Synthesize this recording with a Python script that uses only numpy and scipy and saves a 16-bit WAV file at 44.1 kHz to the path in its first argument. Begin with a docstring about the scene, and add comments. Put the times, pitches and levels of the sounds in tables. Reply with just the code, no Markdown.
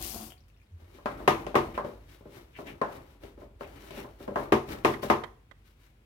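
"""Bathroom tap and tissue roll

A tap fizzes into a basin and is shut off; the last drops tick in the drain.
Then tissue is pulled from a roll: the paper rustles, the roll rubs and bumps, its wall holder clunks.
The small hard room rings after each knock. A hand-held camera, brighter on its left, creaks faintly."""
import sys
import numpy as np
from scipy import signal
from scipy.fft import rfft, irfft, next_fast_len
from scipy.io import wavfile
from scipy.ndimage import uniform_filter1d, map_coordinates

SR = 44100
rng = np.random.default_rng(int(sys.argv[2]) if len(sys.argv) > 2 else 0)


def dump_mix(stems):
    """Bounce the given channels to the path in sys.argv[1] as a 16-bit WAV at rate SR."""
    frames = np.atleast_2d(stems).T  # one column per channel
    limited = np.clip(frames, -1, 1)  # hard clip at full scale
    pcm = np.round(limited * 32767).astype(np.int16)
    wavfile.write(sys.argv[1], SR, pcm)


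N = 266805

# how much louder most sounds are on the left: pitch_hz, left_minus_right_db
LEFT_LEAN = [(100, -0.5), (250, 1), (500, 4), (1000, 1), (2200, 6.5), (4500, 7.5), (8000, 13.5),
             (15000, 12)]


def tap():
    """The airy jet fizzes and drums in the basin; both fade as the valve closes."""
    # tone of the fizz: pitch_hz, level_db
    spray_tone = [(530, -28), (900, -15.5), (1320, -12), (1530, -8.5), (3470, -1), (3910, -4), (4460, 1),
                  (7680, -2), (13000, 2.5), (16000, -6)]
    # tone of the drumming: pitch_hz, level_db
    basin_tone = [(50, -7.5), (95, -4.5), (150, -12.5), (210, 0), (257, -14.5), (320, -5), (520, -20),
                  (700, -9), (1050, -17.5), (1500, -24), (2500, -60.5)]
    # the water is to the left: pitch_hz, left_minus_right_db
    lean = [(100, 0), (500, 3), (2500, 2), (5000, 13.5), (8000, 15), (15000, 19)]
    closing_db_per_s, collapse_db_per_s, shut_s = 46.5, 224, 0.28
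    t = np.arange(N) / SR
    flow_db = -closing_db_per_s * t - collapse_db_per_s * np.maximum(t - shut_s, 0)
    # the thinning jet gulps once
    gulp = swells([.143], rise_s=[.012], level_db=[-42.5], hold_s=.015, release_db_per_s=177)
    spray = grains(per_s=6000, spread_db=5.5, echo_db=3) * amp(0.45 * wobble(120))
    fizz = unit(stereo(spray, spray_tone, lean))
    drumming = unit(stereo(grains(per_s=600, spread_db=-2, echo_db=3), basin_tone, lean))
    basin_gain = np.hypot(amp(-44.5 + 0.61 * flow_db), gulp)  # fades more slowly than the fizz
    return amp(-38.5 + flow_db) * fizz + basin_gain * drumming


def drop(db, hz, splash_db):
    """A drop ticks as it lands and traps a small bubble whose pitch rises as it dies."""
    t = np.arange(SR // 40) / SR
    bubble = np.sin(2 * np.pi * hz * t * (1 + 3 * t)) * np.exp(-hz * t / 4)
    bubble[0] = amp(splash_db)  # the landing tick
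    echoes = hit(contact_s=0.0013, direct_db=4.5, early_fade_s=0.12, late_db=-16.5)
    return amp(db) * unit_attack(signal.fftconvolve(echoes, bubble[None], axes=1))


def drops(bubble_count=26):
    """A few clear drops fall over small bubbles that fade as the basin drains."""
    # the last drops: start_s, level_db, pitch_hz, splash_db
    last_drops = [(.241, -57.5, 4830, 16), (.303, -60, 3100, 0), (0.3207, -58.5, 3180, 8),
                  (.378, -72, 4530, -3), (.4827, -75, 5100, 17), (.50, -76, 2700, 5), (.565, -78, 2700, -2),
                  (.599, -76.5, 2290, 0), (.6158, -72, 2420, 8)]
    out = np.zeros((2, N))
    for s, db, hz, splash_db in last_drops:
        add(out, s, drop(db, hz, splash_db))
    for k, (when, softness, pitch) in enumerate(rng.random((bubble_count, 3))):
        s = .75 * (k + when) / bubble_count
        db = np.interp(s, [.15, .45, .75], [-53, -79, -86])
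        add(out, s, drop(db - 6 * softness, hz=2300 * 3 ** pitch, splash_db=-0.2))
    return out * amp([[2.5], [-2.5]])  # louder on the left


def tissue():
    """Each tug snaps fibres in clumps and turns the roll, which rubs; now and then its core scrapes."""
    # tugs at the sheet: fastest_s, rise_s, rustle_db, rub_db
    tugs = [(.82, 0.034, -70.5, -59.5), (.96, 0.058, -66, -60), (1.11, .04, -62.5, -44),
            (1.21, 0.045, -62.5, -49), (1.40, 0.15, -60.5, -42.5), (1.67, 0.074, -60, -45),
            (1.747, 0.008, -59, -45), (1.865, 0.016, -61.5, -53), (2.121, 0.038, -63.5, -60),
            (2.372, 0.066, -59, -53), (2.59, 0.024, -57.5, -54), (2.673, 0.014, -58, -46),
            (2.952, .07, -61, -46.5), (3.12, 0.05, -67.5, -62), (3.241, 0.027, -60.5, -54),
            (3.41, .025, -68.5, -58), (3.615, 0.014, -61, -54), (3.76, 0.11, -64, -53),
            (3.88, 0.079, -57.5, -51.5), (3.977, 0.044, -51.5, -43), (4.225, 0.033, -58.5, -52.5),
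            (4.41, 0.051, -56.5, -40), (4.713, 0.033, -48.5, -38), (4.89, 0.037, -50.5, -37.5),
            (5.032, 0.0097, -46, -42.5), (5.59, 0.025, -79.5, -78), (5.67, 0.02, -68, -75),
            (5.848, .07, -70, -73.5)]
    # the sheet stirs faintly while in the hand: start_s, end_s
    in_hand = [(.85, 3.15), (3.65, 5.25)]
    # the core slides along the spindle: fastest_s, rise_s, level_db
    scrapes = [(1.755, 0.011, -53), (2.565, 0.02, -54), (2.689, 0.023, -49), (3.645, 0.022, -57.5),
               (3.78, 0.026, -65), (4.0, .09, -55.5)]
    # tone of the rustling sheet: pitch_hz, level_db
    paper_tone = [(500, -29.5), (1000, -6), (2000, -2), (4000, -7.5), (7000, -16), (10000, -17),
                  (13500, -14.5), (16000, -19)]
    # tone of the rubbing roll: pitch_hz, level_db
    roll_tone = [(100, -4), (220, -3.5), (400, -2), (600, -8.5), (850, -11.5), (1100, -11.5), (1500, -19),
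                 (2500, -22.5), (5000, -53)]
    # tone of the scraping core: pitch_hz, level_db
    core_tone = [(900, -31), (1700, -4.5), (2400, 0), (3200, -5.5), (4000, -22.5), (8000, -43)]
    s, rise_s, rustle_db, rub_db = np.transpose(tugs)
    t = np.arange(N) / SR
    held = sum(1. * ((t > start) & (t < end)) for start, end in in_hand)
    held = uniform_filter1d(held, size=SR // 10)
    # after a tug the sheet slackens quickly, while the roll coasts a little
    rustle = np.hypot(swells(s, rise_s, rustle_db, hold_s=0.017, release_db_per_s=199.5), amp(-74) * held)
    rub = np.hypot(swells(s, rise_s, rub_db, hold_s=0.048, release_db_per_s=169), amp(-66.5) * held)
    scrape = swells(*np.transpose(scrapes), hold_s=.01, release_db_per_s=382)
    fibres = grains(per_s=7000, spread_db=10.5, echo_db=8) * amp(wobble(83))
    paper = unit(stereo(fibres, paper_tone, LEFT_LEAN))
    roll = unit(stereo(grains(per_s=900, spread_db=-1, echo_db=4), roll_tone, LEFT_LEAN))
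    core = unit(stereo(grains(per_s=990, spread_db=-3.5, echo_db=2), core_tone, LEFT_LEAN))
    return rustle * paper + rub * roll + scrape * core


def holder_clunks():
    """The holder hits the same spot on its bracket, so its clunks share their notes and most echoes."""
    # the clunks: start_s, level_db, bass_db, treble_db
    clunks = [(1.2770, -16, -1, 0.5), (1.554, -17.5, 0.5, -1.5), (4.5221, -19, 5, -0.5),
              (4.8480, -19, 2.5, 0.5), (5.1, -17, -0.5, -4)]
    # tone of the impact: pitch_hz, level_db
    clunk_tone = [(110, -26.5), (200, -5.5), (272, -9.5), (360, -1), (525, -9), (660, -10.5), (736, -2),
                  (830, -9), (1050, -1), (1220, -6), (1380, -14), (2250, -14), (4800, -30), (6100, -31),
                  (7800, -40), (12500, -37.5), (16000, -46)]
    # ringing notes of holder and room: pitch_hz, level_db, fade_s
    holder_notes = [(76, -15.5, 0.32), (94.9, -19, 0.6), (138.0, -10, 0.36), (229.3, -8.5, 0.36),
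                    (255, -14.5, 0.26), (335, -2.5, 0.33), (395, -2.5, 0.3), (448, -9.5, 0.38),
                    (598.3, -2, 0.24), (732, -16, 0.42), (867, -8.5, 0.2), (903, -5.5, 0.28),
                    (1014, -7, 0.19), (1116, -11, 0.14), (1225, -1.5, 0.2)]
    out, t = np.zeros((2, N)), np.arange(SR // 2) / SR
    strike = lambda: hit(contact_s=.006, direct_db=-5, early_fade_s=.22, late_db=-11.5)
    shared = strike()
    push_s = .0004
    shared[0] += amp(3.5) * t / push_s * np.exp(-t / push_s)  # the first push reaches both sides at once
    for s, db, bass_db, treble_db in clunks:
        crack = unit_attack(stereo(shared + 0.77 * strike(), clunk_tone, LEFT_LEAN))
        clunk = amp(-2.5) * crack + amp(-9) * ringing(holder_notes)
        add(out, s, amp(db) * contact_tone(clunk, bass_db, treble_db))
    return out


def roll_bumps():
    """The cardboard core drops on the spindle: a hollow knock, deeper and heavier when it lands softly."""
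    # the bumps: start_s, level_db, treble_db, pitch_hz
    bumps = [(0.947, -55.5, 19, 348), (0.985, -55.5, -8, 1080), (1.058, -30, -0.5, 1340),
             (1.203, -44, -7, 706), (1.466, -36.5, 7, 730), (1.544, -32, -6, 805), (1.777, -30.5, -5, 1130),
             (1.846, -37, -2.5, 583), (2.209, -55.5, 2, 614), (2.256, -48.5, -9, 555),
             (2.588, -42, -12, 670), (2.815, -26.5, -4.5, 1060), (3.235, -47, 12, 478),
             (3.377, -51.5, -4, 550), (3.418, -48.5, -12, 647), (3.608, -40.5, -0.5, 870),
             (3.907, -46.5, 15.5, 646), (3.975, -42.5, 2, 530), (4.045, -47.5, -8.5, 930),
             (4.204, -49, -4, 630), (4.278, -35, -5, 567), (4.358, -28, -5, 1040), (5.031, -33.5, -3, 730)]
    # tone of the impact: pitch_hz, level_db
    bump_tone = [(59, -40), (100, -15), (219, -2), (277, -6), (583, -4), (784, -7.5), (1060, -9),
                 (1310, -10), (1610, -14), (1830, -16), (2690, -21), (7940, -41), (15000, -45),
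                 (16000, -61)]
    # ringing notes of the core: pitch_hz, level_db, fade_s
    tube_notes = [(399.7, -5.5, 0.33), (583.5, -3.5, 0.24), (1042, -0.5, 0.11), (1613, -7, 0.11)]
    # the hollow note and one overtone stand out: pitch_multiple, gain_db
    hollow = [(.75, 2), (1, 5.5), (1.25, -0.5), (1.55, 2), (2.1, -3), (5, -2.5)]
    out = np.zeros((2, N))
    for s, db, treble_db, hz in bumps:
        contact = hit(contact_s=.004, direct_db=1.5, early_fade_s=0.2, late_db=-3)
        knock = unit_attack(stereo(contact, bump_tone, LEFT_LEAN)) + amp(-5.5) * ringing(tube_notes)
        hollow_tone = [(multiple * hz, gain_db) for multiple, gain_db in hollow]
        knock = filtered(knock, lambda f: along(hollow_tone, f))
        bass_db = 5.5 - 12 * np.log2(hz / 623)  # deeper bumps thump more
        add(out, s, amp(db) * unit_attack(contact_tone(knock, bass_db, treble_db)))
    return out


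def case_creaks():
    """The camera's plastic case gives dry little ticks, mostly on the right."""
    # the creaks: start_s, level_db
    creaks = [(4.937, -41.5), (5.237, -40.5), (5.5112, -54.5)]
    # tone of the case: pitch_hz, level_db
    case_tone = [(180, -10), (300, -7.5), (523, -4), (723, -12), (1030, -4.5), (1590, -10), (1940, -3.5),
                 (2690, -26), (3180, -14), (4980, -30.5), (12000, -41), (15600, -82), (22000, -120)]
    # low and middle pitches sit right, the highest left: pitch_hz, left_minus_right_db
    lean = [(300, -10), (2000, -39), (4000, 9), (7000, 22)]
    out = np.zeros((2, N))
    for s, db in creaks:
        tick = hit(contact_s=0.0092, direct_db=12.5, early_fade_s=0.085, late_db=-6)
        add(out, s, amp(db) * unit_attack(stereo(tick, case_tone, lean)))
    return out


def background():
    """Room noise lies over a low rumble, a wavering hum and a soft double boom."""
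    # tone of the room noise: pitch_hz, level_db
    air_tone = [(25, -22), (50, 1.5), (75, 5.5), (150, -8), (280, -18.5), (400, -19.5), (800, -27.5),
                (2500, -29.5), (6000, -42), (16000, -44.5)]
    # it leans a little left: pitch_hz, left_minus_right_db
    lean = [(100, -0.5), (1000, 4), (8000, 4)]
    # rumble and hum swell and ebb: time_s, gain_db
    rumble_curve = [(0, 8.5), (0.7, -9), (1.3, 4.5), (2.2, -3), (5.2, -1.5), (5.8, -8), (6.05, -9.5)]
    # soft low booms: peak_s, rise_s, level_db
    booms = [(.745, 0.023, -44.5), (.84, 0.017, -51.5)]
    hum_hz, boom_hz, rumble_below_hz = 49, 85, 130
    t = np.arange(N) / SR
    swell = amp(np.interp(t, *np.transpose(rumble_curve)))
    hum = amp(2 * wobble(4)) * np.sin(2 * np.pi * hum_hz * t + .7 * wobble(3))
    air = amp(-57.5) * unit(stereo(noise(), air_tone, lean))
    rumble = signal.sosfiltfilt(signal.butter(2, rumble_below_hz, fs=SR, output="sos"), air)
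    boom_gain = swells(*np.transpose(booms), hold_s=0.034, release_db_per_s=400)
    boom = boom_gain * np.sqrt(2) * np.sin(2 * np.pi * boom_hz * t + .5 * wobble(20))
    return air - rumble + swell * (rumble + amp(-54) * hum) + boom


def hit(contact_s, direct_db, early_fade_s, late_db):
    """A short contact, the first echoes off near walls, then the room's tail."""
    t = np.arange(SR // 2) / SR
    envelope = amp(direct_db) * np.exp(-(t / contact_s) ** 2) + amp(-60 * t / early_fade_s)
    return envelope * noise(len(t)) + amp(late_db) * room_tail()


def contact_tone(x, bass_db, treble_db):
    """A heavy contact has more bass, a hard one more treble."""
    tone = [(380, bass_db), (800, 0.024), (1400, 0.00089), (2600, treble_db)]
    return filtered(x, lambda hz: along(tone, hz))


def ringing(notes):
    """Struck notes fall 60 dB in fade_s; the high ones reach left and right out of step."""
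    t = np.arange(SR // 2) / SR
    ring = 0
    for hz, db, fade_s in notes:
        phase = rng.uniform(0, 2 * np.pi) + rng.standard_normal((2, 1)) * hz / 1400
        lean_db = along(LEFT_LEAN, hz) * np.array([[.5], [-.5]])
        envelope = amp(db + lean_db + rng.normal(0, 1) - 60 * t / fade_s)
        ring = ring + envelope * np.sin(2 * np.pi * hz * t + phase)
    return unit_attack(ring * (1 - np.exp(-t / 0.0029)))


def grains(per_s, spread_db, echo_db):
    """Tiny random snaps of uneven size, with their echoes."""
    happens = rng.random(N) < per_s / SR
    snaps = happens * amp(spread_db * np.minimum(rng.exponential(size=N), 4)) * noise()
    tail = room_tail()
    echoes = signal.fftconvolve(snaps, tail / np.linalg.norm(tail[0]), axes=1)[:, :N]
    return unit(snaps + amp(echo_db) * echoes)


def swells(peak_s, rise_s, level_db, hold_s, release_db_per_s):
    """A loudness curve: each movement builds to its peak, lingers and dies; overlaps add in power."""
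    t, power = np.arange(N) / SR, np.zeros(N)
    for peak, rise, db in zip(peak_s, rise_s, level_db):
        before, after = np.maximum(peak - t, 0), np.maximum(t - peak, 0)
        fall_db = release_db_per_s * (np.hypot(after, hold_s) - hold_s)
        power += amp(db - fall_db) ** 2 * np.exp(-2 * (before / rise) ** 2)
    return np.sqrt(power)


def room_tail():
    """Half a second of blurred echoes; each pitch dies at its own speed."""
    # time for the echoes to fall 60 dB: pitch_hz, fade_s
    fade_times = [(120, 0.26), (400, 0.5), (1000, 0.42), (3000, 0.37), (12000, 0.62)]
    hz, t, spectrum = signal.stft(noise(SR // 2), SR, nperseg=256)
    fade = amp(-60 * t / along(fade_times, hz)[:, None])
    return signal.istft(spectrum * fade, SR, nperseg=256)[1][:, :SR // 2]


def stereo(pair, tone, lean):
    """Two unrelated signals become one source, left and right: alike in the bass, apart in the treble."""
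    # how alike the two sides are (1 = the same): pitch_hz, likeness
    alike = [(150, 1), (300, 0.98), (500, 0.4), (1000, 0.29), (2000, -0.16), (5000, 0.099)]
    likeness = lambda hz: np.clip(along(alike, hz), -.99, .99)
    mid = filtered(pair[0], lambda hz: 10 * np.log10(1 + likeness(hz)))
    side = filtered(pair[1], lambda hz: 10 * np.log10(1 - likeness(hz)))
    channels = []
    for leftward in (0.97, -1.25):
        loss_db = lambda hz: 10 * np.log10(1 + amp(-2 * leftward * along(lean, hz)))
        channels.append(filtered(mid + leftward * side, lambda hz: along(tone, hz) - loss_db(hz)))
    return np.array(channels)


def filtered(x, db_at):
    """Turn each pitch in x up or down by db_at(hz)."""
    size = x.shape[-1]
    half = next_fast_len(size // 2 + 4096)
    hz = np.fft.rfftfreq(2 * half, 1 / SR)
    cepstrum = irfft(np.log(amp(db_at(hz)) + 1e-6))
    cepstrum[1:half] *= 2  # folded so the filter rings only after a sound, never before
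    cepstrum[half + 1:] = 0
    return irfft(rfft(x, 2 * half) * np.exp(rfft(cepstrum)))[..., :size]


def amp(db):
    """Turn decibels into a gain."""
    return 10 ** (np.asarray(db) / 20)


def unit(x):
    """Scale so the average of left and right has level 1 (rms)."""
    return x / np.sqrt(np.mean(x.mean(0) ** 2) + 1e-20)


def unit_attack(x):
    """Scale so the first 40 ms have level 1 (rms)."""
    return x / np.sqrt(np.mean(x[:, :SR // 25] ** 2))


def along(points, hz):
    """Read between (pitch_hz, value) points on a log pitch scale."""
    pitches, values = np.transpose(points)
    return np.interp(np.log(hz + 1), np.log(pitches + 1), values)


def wobble(per_s):
    """A smooth curve through per_s random points a second."""
    return map_coordinates(rng.standard_normal(int(N * per_s / SR) + 4), [np.arange(N) * per_s / SR])


def noise(size=N):
    """Two unrelated white noises."""
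    return rng.standard_normal((2, size))


def add(track, start_s, sound):
    """Mix a sound into the track at start_s."""
    part = track[:, max(round(start_s * SR), 0):][:, :sound.shape[1]]
    part += sound[:, :part.shape[1]]


def scene():
    """Water, then tissue and its holder, all heard from one spot in the small room."""
    # the room's standing waves cancel one low pitch here: pitch_hz, gain_db
    room_dip = [(140, 1), (160, -1.5), (178, -12), (200, 0.5)]
    sources = tap() + drops() + holder_clunks() + roll_bumps() + case_creaks() + tissue() + background()
    return filtered(sources, lambda hz: along(room_dip, hz))


def record(dry):
    """The camera loses the deepest bass and the highest treble."""
    bass_hz, top_hz = 36.56, 16300
    size = next_fast_len(N + SR // 2)
    hz = np.fft.rfftfreq(size, 1 / SR)
    passband = (hz < top_hz) * hz ** 8 / (hz ** 8 + bass_hz ** 8)
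    return irfft(rfft(dry, size) * passband, size)[:, :N]


dry = scene()
out = record(dry)
dump_mix(out)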